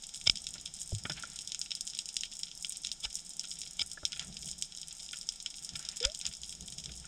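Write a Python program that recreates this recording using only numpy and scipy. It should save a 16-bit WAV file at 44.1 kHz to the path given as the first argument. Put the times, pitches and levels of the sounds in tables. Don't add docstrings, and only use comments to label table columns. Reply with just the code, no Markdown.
import sys
import numpy as np
from scipy import signal
from scipy.fft import rfft, irfft, next_fast_len
from scipy.io import wavfile
from scipy.ndimage import uniform_filter1d

SR = 44100
rng = np.random.default_rng(int(sys.argv[2]) if len(sys.argv) > 2 else 0)


def output_pcm(signal):
    pcm = np.clip(np.atleast_2d(signal).T, -1, 1) * 32767
    wavfile.write(sys.argv[1], SR, np.round(pcm).astype(np.int16))


N = 311787
TIME = np.arange(N) / SR

# (break time [s], level [dB], swell [s], fade [s], tilt [dB/octave])
SPINE_CUTS = [(0.2746, -15.5, 0.0039, 0.002, -3), (0.2979, -7, 0.00076, 0.00038, -3.5),
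              (1.0536, -22, 0.00089, 0.001, -15), (1.0970, -29, 0.00036, 0.0042, -1),
              (3.0544, -28, 0.0094, 0.0011, -2.5), (3.795, -23, 0.0014, 0.0014, 0),
              (3.8120, -31, 0.01, 0.0011, -0.5), (3.8169, -22, 0.0024, 0.0011, -0.5),
              (3.8202, -24.5, 0.001, 0.0014, -3), (5.7572, -31, 0.0016, 0.0025, 8),
              (6.0286, -24, 0.00054, 0.0013, 6), (6.043, -31, 0.0061, 0.0066, -4),
              (6.051, -17, 0.0014, 0.0025, 4.5)]
# (centre [Hz], width [Hz], level [dB])
SHEARS_MODES = [(149, 134, -15.5), (357, 140, -24), (640, 170, -23.5), (886, 94, -20.5), (1394, 196, -20),
                (2284, 127, -7.5), (3000, 400, -8.5), (3440, 420, 1), (4070, 63, -11), (5083, 213, 3.5),
                (5520, 530, -6), (6900, 710, -14), (7840, 1000, -16), (10800, 3700, -41)]
# (time [s], level [dB], tilt [dB/octave])
SPEAR_KNOCKS = [(0.554, -53, -9), (1.053, -33, 1.5), (1.0970, -35.5, 0.5), (1.1110, -43, 2),
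                (1.235, -42, 2), (3.0569, -45.5, 5), (3.442, -53, 0), (3.8190, -46, 9), (3.9738, -48.5, -3),
                (4.031, -44.5, -10), (4.1303, -41, 15), (4.165, -42.5, 16), (5.1336, -36.5, 13.5),
                (5.7546, -37, 16.5), (5.7950, -51, -1), (6.051, -38.5, 0), (6.2455, -62, 22),
                (6.2741, -42, 24), (6.892, -45.5, 18), (7.0433, -50, 5)]
# (centre [Hz], width [Hz], level [dB])
SPEARGUN_MODES = [(298, 370, -0.5), (604, 76, 3), (880, 134, -2), (1414, 130, 11.5), (1540, 130, 1.5),
                  (1746, 49, 4), (2300, 750, -2), (3230, 420, -4.5)]
# (time of hardest press [s], level [dB], swell and fade [s])
BLADE_STROKES = [(.56, -54.5, 0.017), (1.18, -42.5, 0.016), (1.255, -60, 0.15), (4.10, -70, .012),
                 (4.22, -46.5, 0.019), (5.17, -60, 0.024), (5.89, -56, 0.13), (6.045, -41, 0.016),
                 (6.26, -51.5, 0.016), (7.06, -68, 0.054)]
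# (centre [Hz], width [Hz], level [dB])
SLIDE_MODES = [(816, 240, -7.5), (1384, 95, 2), (1710, 250, -3), (2260, 150, -1), (3030, 1450, 0)]
# (start time [s], level [dB], pitch [Hz], fade [s])
ARM_JOLTS = [(0.273, -38, 93, 0.021), (.296, -34.5, 35.5, 0.02), (0.925, -28, 58.5, 0.0097),
             (1.049, -41.5, 113, 0.013), (3.056, -42, 48, 0.023), (3.817, -47, 70, 0.025),
             (4.033, -41.5, 70, 0.0096), (5.731, -47.5, 103, 0.02), (6.054, -27, 46.7, 0.015)]
# (start time [s], level [dB], starting pitch [Hz], glide [octaves/s], life [s])
LOOSE_BUBBLES = [(0.92, -42, 620, -23, 0.0059), (0.9257, -47.5, 396, -12, 0.014),
                 (0.928, -33, 106.4, -1.5, 0.053), (.9270, -40.5, 173, -12, 0.033),
                 (1.103, -42, 179, -15, 0.027), (1.2357, -34.5, 1400, -2, 0.0084),
                 (3.9739, -40, 1650, 9, 0.0081), (6.0102, -40, 454, 5, 0.092)]
# (time [s], level [dB], tilt [dB/octave])
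NEAR_SNAPS = [(0.3564, -36.5, -7.5), (.372, -35.5, -5), (0.468, -32.5, -6.5), (.5398, -38.5, -3),
              (.659, -34.5, -6.5), (0.739, -40, 11), (0.816, -34.5, 5), (0.9498, -36, 1), (1.1198, -39, -3),
              (1.2253, -38.5, -2), (1.3592, -40, 10), (1.3896, -36.5, -5), (1.4748, -35, 1),
              (1.5196, -33, -5.5), (1.5466, -32, -8), (1.5923, -35, 23), (1.615, -29.5, -4.5),
              (1.7073, -36, -8), (1.7168, -29.5, -11), (1.7517, -33, 3), (1.8088, -30.5, 6),
              (1.869, -38, 3), (1.8754, -34.5, 0), (1.8996, -39.5, -1), (1.9495, -37, -4),
              (1.9895, -28.5, -7.5), (2.0126, -53, 4), (2.0571, -37, 3), (2.0893, -35.5, -2.5),
              (2.1669, -26.5, -4), (2.2088, -32.5, 0.5), (2.2347, -30.5, -13.5), (2.2564, -42, -11),
              (2.3918, -38.5, 23), (2.433, -30, -5.5), (2.6249, -39, 19), (2.647, -31, -10),
              (2.6945, -33, 37), (2.7224, -37, 4.5), (2.77, -37, 10), (2.8483, -31, -9),
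              (2.8702, -33, -3.5), (2.9163, -31, -5), (3.1543, -31.5, 11), (3.3951, -29.5, 1.5),
              (3.4405, -35, -14.5), (3.5143, -35, -6.5), (3.5885, -41, 22), (3.6165, -35.5, -0.5),
              (3.9154, -37.5, 2), (4.0525, -23.5, -6), (4.121, -37, -6), (4.1297, -36, -10),
              (4.1951, -31.5, -11), (4.3686, -38, -5), (4.4588, -39.5, 13), (4.4897, -41.5, 3),
              (4.5136, -34.5, 6), (4.6236, -28, -2), (4.8153, -39, 3.5), (5.2124, -37.5, 3),
              (5.2896, -26.5, -2.5), (5.4017, -39.5, -5), (5.461, -30, -10), (5.6472, -36.5, 6),
              (5.6912, -37, -5.5), (5.7927, -38, 7), (5.8504, -38.5, -2), (5.8886, -31, -2),
              (5.9698, -36.5, -.5), (6.0028, -33.5, -8), (6.148, -35.5, -1.5), (6.1907, -39, 24),
              (6.2134, -35.5, -4), (6.2535, -31.5, -7), (6.2654, -28.5, -4), (6.337, -40, -6),
              (6.434, -38, -8.5), (6.4939, -38.5, 2), (6.724, -41, -5.5), (6.7833, -38.5, -2)]
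# (centre [Hz], width [Hz], level [dB])
HOUSING_MODES = [(1420, 98, -28), (1870, 110, -32), (2330, 195, -20.5), (2765, 330, -16.5), (3244, 286, -6),
                 (3690, 596, -7), (5046, 183, 0), (5392, 470, 1), (6806, 790, -2), (7640, 330, -8.5),
                 (8274, 495, -5), (9230, 830, -14.5), (10400, 2700, -28), (14600, 2900, -41)]
# (time of fastest moment [s], level [dB], swell and fade [s])
ARM_SWEEPS = [(.32, -57, 0.085), (.57, -55, 0.14), (1.12, -54, 0.18), (2.91, -63, 0.12), (3.63, -65, 0.23),
              (4.29, -52, .11), (4.46, -52, .06), (4.58, -59.5, 0.068), (5.77, -56.5, 0.096),
              (6.29, -56, 0.039), (6.67, -59, 0.088), (6.88, -52.5, 0.34)]
# (frequency [Hz], density [dB per Hz])
EDDY_COLOUR = [(12, -38), (20, -38), (59, 8.5), (92, -12), (141, 1.5), (206, -3.5), (261, -17), (422, -18),
               (565, -26.5), (670, -16.5), (1010, -38), (1200, -30), (1560, -63), (2640, -120)]
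# (frequency [Hz], density [dB per Hz])
STILL_SEA_COLOUR = [(8.8, -41), (15, 3.5), (64, -5), (87, -24), (173, -3), (233, -11.5), (266, -15.5),
                    (297, -14), (352, -21), (416, -19.5), (572, -22), (771, -17), (1100, -28), (1300, -27),
                    (1690, -62), (2860, -120)]
# (frequency [Hz], side relative to mid [dB])
SIDE_COLOUR = [(60, -53), (400, -28), (1200, -33), (3000, -53), (5000, -34), (8000, -30), (10000, -24.5),
               (12000, -5.5), (15000, 0)]
# (frequency [Hz], level [dB])
SELF_NOISE_COLOUR = [(100, 5), (1000, -2), (9000, -1), (12500, 3), (14500, 0), (15800, -12)]

SLIDE_FLOOR_DB = -69
TYPICAL_SNAP_DB, SCATTER_DB, SCATTER_FOLLOWS = -34.5, -44.5, 0.57
COLONY_NEAR_M, COLONY_FAR_M = 3.22, 8.4
COLONY_NEAR_DB, COLONY_SCATTER_DB = -40.5, -53.5
COLONY_TILT_DB, COLONY_TILT_SPREAD_DB = 5.5, 10.5
HISS_DB, SEA_DB, SELF_NOISE_DB = -55.5, -63, -82.5
CUTOFF_HZ = 15900


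def cuts():
    s, db, swell, fade, tilt = np.transpose(SPINE_CUTS)
    return crunch(s, db, swell, fade, tilt, SHEARS_MODES, grain_db=3.5, break_db=9.5, tilt_from_hz=1450)


def knocks(contact_s=0.00013, fade_s=0.0075):
    s, db, tilt = np.transpose(SPEAR_KNOCKS)
    swell = np.full(len(s), contact_s)
    fade = np.full(len(s), fade_s)
    return crunch(s, db, swell, fade, tilt, SPEARGUN_MODES, grain_db=4.5, break_db=15.5, tilt_from_hz=900)


def crunch(s, db, swell, fade, tilt, modes, grain_db, break_db, tilt_from_hz, size=6144):
    lead = size // 3
    t = (np.arange(size) - lead) / SR
    force = np.exp(np.minimum(t / swell[:, None], -t / fade[:, None]))
    grain_gain = from_db(grain_db * rng.standard_normal(force.shape))
    grains = rng.standard_normal(force.shape) * grain_gain
    grains[:, lead] = from_db(break_db)
    rung = through(force * grains, modes, tilt, low_cut_hz=6.9, tilt_from_hz=tilt_from_hz)
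    energy = np.sum(force ** 2, axis=1, keepdims=True)
    return place(s - lead / SR, from_db(db)[:, None] * with_energy(rung, energy))


def slide():
    press = np.hypot(swells(BLADE_STROKES), from_db(SLIDE_FLOOR_DB))
    slips = press * uneven(spread_db=2.0, lump_s=0.018)
    return slips * noise(lambda hz: resonances(SLIDE_MODES, hz))


def jolts(push_s=0.0013, size=8192):
    s, db, hz, fade = np.transpose(ARM_JOLTS)[:, :, None]
    t = np.arange(size) / SR
    envelope = (1 - np.exp(-t / push_s)) * np.exp(-t / fade)
    return place(s[:, 0], from_db(db) * envelope * np.sin(2 * np.pi * hz * t))


def bubbles(birth_s=0.00039, size=8192):
    s, db, hz, glide, life = np.transpose(LOOSE_BUBBLES)[:, :, None]
    t = np.arange(size) / SR
    pitch_hz = hz * 2 ** (glide * np.minimum(t, 2 * life))
    phase = 2 * np.pi * np.cumsum(pitch_hz, axis=1) / SR
    envelope = (1 - np.exp(-t / birth_s)) * np.exp(-(t / life) ** 4.4)
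    return place(s[:, 0], from_db(db) * envelope * np.sin(phase))


def near_shrimp():
    s, db, tilt = np.transpose(NEAR_SNAPS)
    scatter_db = SCATTER_DB + SCATTER_FOLLOWS * (db - TYPICAL_SNAP_DB)
    return snaps(s, db, tilt, scatter_db)


def far_shrimp(count=420):
    when, area, colour = rng.random((count, 3)).T
    distance_m = np.sqrt(COLONY_NEAR_M ** 2 + area * (COLONY_FAR_M ** 2 - COLONY_NEAR_M ** 2))
    db = COLONY_NEAR_DB - 20 * np.log10(distance_m / COLONY_NEAR_M)
    tilt = COLONY_TILT_DB + COLONY_TILT_SPREAD_DB * np.sqrt(3) * (2 * colour - 1)
    crackle = snaps(when * N / SR, db, tilt, np.full(count, COLONY_SCATTER_DB))
    hiss = noise(lambda hz: resonances(HOUSING_MODES, hz))
    return crackle + from_db(HISS_DB) * hiss


def snaps(s, db, tilt, echo_db, rattle_s=0.0014, rattle_spread_db=2, direct=3.0,
          echo_s=0.012, echo_delay_s=0.0034, echo_grain_db=3.5, echo_tilt_share=0.93,
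          low_cut_hz=1300, tilt_from_hz=1900, size=2048):
    t = np.arange(size) / SR
    rattle, scatter, chance = rng.standard_normal((len(s), 3, size)).swapaxes(0, 1)
    rattle_length_s = rattle_s * from_db(rattle_spread_db * chance[:, :1])
    crack = rattle * np.exp(-(t / rattle_length_s) ** 2)
    crack[:, 0] = direct
    echo_envelope = np.exp(-t / echo_s) * np.minimum(t / echo_delay_s, 1) ** 2
    echo = scatter * from_db(echo_grain_db * chance) * echo_envelope
    crack = through(crack, HOUSING_MODES, tilt, low_cut_hz, tilt_from_hz)
    echo = through(echo, HOUSING_MODES, echo_tilt_share * tilt, low_cut_hz, tilt_from_hz)
    crack = with_energy(crack, 0.0043 * SR)
    echo = with_energy(echo, 0.011 * SR)
    return place(s, from_db(db)[:, None] * crack + from_db(echo_db)[:, None] * echo)


def water():
    flow = swells(ARM_SWEEPS) * uneven(spread_db=2.0, lump_s=0.039)
    eddies = flow * coloured(EDDY_COLOUR)
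    murmur = from_db(SEA_DB) * coloured(STILL_SEA_COLOUR)
    return murmur + eddies


def swells(rows):
    return np.sqrt(sum((from_db(db) * np.exp(-np.abs(TIME - s) / fade)) ** 2 for s, db, fade in rows))


def uneven(spread_db, lump_s):
    lump_samples = max(int(lump_s * SR), 1)
    lumps = rms_one(uniform_filter1d(rng.standard_normal(N), lump_samples))
    return from_db(spread_db * lumps)


def through(forces, modes, tilts, low_cut_hz, tilt_from_hz, tilt_to_hz=8500):
    hz = bins(forces.shape[-1])
    lift = causal(from_db(np.log2(np.clip(hz, tilt_from_hz, tilt_to_hz))))
    fall = causal(from_db(np.log2(np.maximum(hz, tilt_from_hz))))
    low_cut = (hz / np.hypot(hz, low_cut_hz)) ** 2
    body = causal(resonances(modes, hz) * low_cut)
    tilts = tilts[:, None]
    slope = tilts * np.where(tilts > 0, lift, fall)
    return irfft(rfft(forces) * np.exp(body + slope))


def resonances(modes, hz, skirt=1.43):
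    centre, width, db = np.transpose(modes)[:, :, None]
    peaks = from_db(db) / (1 + ((hz - centre) / width) ** 2) ** skirt
    return np.sqrt(np.sum(peaks ** 2, axis=0))


def causal(gain):
    cepstrum = irfft(np.log(gain))
    half = len(cepstrum) // 2
    cepstrum[1:half] *= 2
    cepstrum[half + 1:] = 0
    return rfft(cepstrum)


def noise(gain_at):
    size = 2 * next_fast_len(N // 2 + 1)
    spectrum = rfft(rng.standard_normal(size)) * gain_at(bins(size))
    return rms_one(irfft(spectrum)[:N])


def coloured(points):
    return noise(lambda hz: curve(points, hz))


def curve(points, at_hz):
    hz, db = np.transpose(points)
    return from_db(np.interp(np.log(at_hz), np.log(hz), db))


def place(starts, waves):
    out = np.zeros(N + waves.shape[-1])
    for at, wave in zip(np.clip(starts * SR, 0, N).astype(int), waves):
        out[at:at + len(wave)] += wave
    return out[:N]


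def with_energy(waves, energy):
    return rms_one(waves) * np.sqrt(energy / waves.shape[-1])


def rms_one(x):
    return x / np.sqrt(np.mean(x ** 2, axis=-1, keepdims=True) + 1e-20)


def bins(size):
    return np.maximum(np.arange(size // 2 + 1) * SR / size, 1)


def from_db(db):
    return 10 ** (np.asarray(db) / 20)


def scene(side_delay_s=0.00043):
    diver = cuts() + knocks() + slide() + jolts()
    shrimp = near_shrimp() + far_shrimp()
    mid = diver + bubbles() + shrimp + water()
    size = 2 * next_fast_len(N // 2 + SR // 10)
    hz = bins(size)
    side_response = causal(curve(SIDE_COLOUR, hz)) - 2j * np.pi * hz * side_delay_s
    side = irfft(rfft(mid, size) * np.exp(side_response))[:N]
    return mid + side * np.array([[1], [-1]])


def record(dry):
    hiss = np.array([coloured(SELF_NOISE_COLOUR), coloured(SELF_NOISE_COLOUR)])
    wet = dry + from_db(SELF_NOISE_DB) * hiss
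    top_cut = signal.ellip(10, .1, 80, CUTOFF_HZ, fs=SR, output="sos")
    return signal.sosfilt(top_cut, wet)


dry = scene()
out = record(dry)
output_pcm(out)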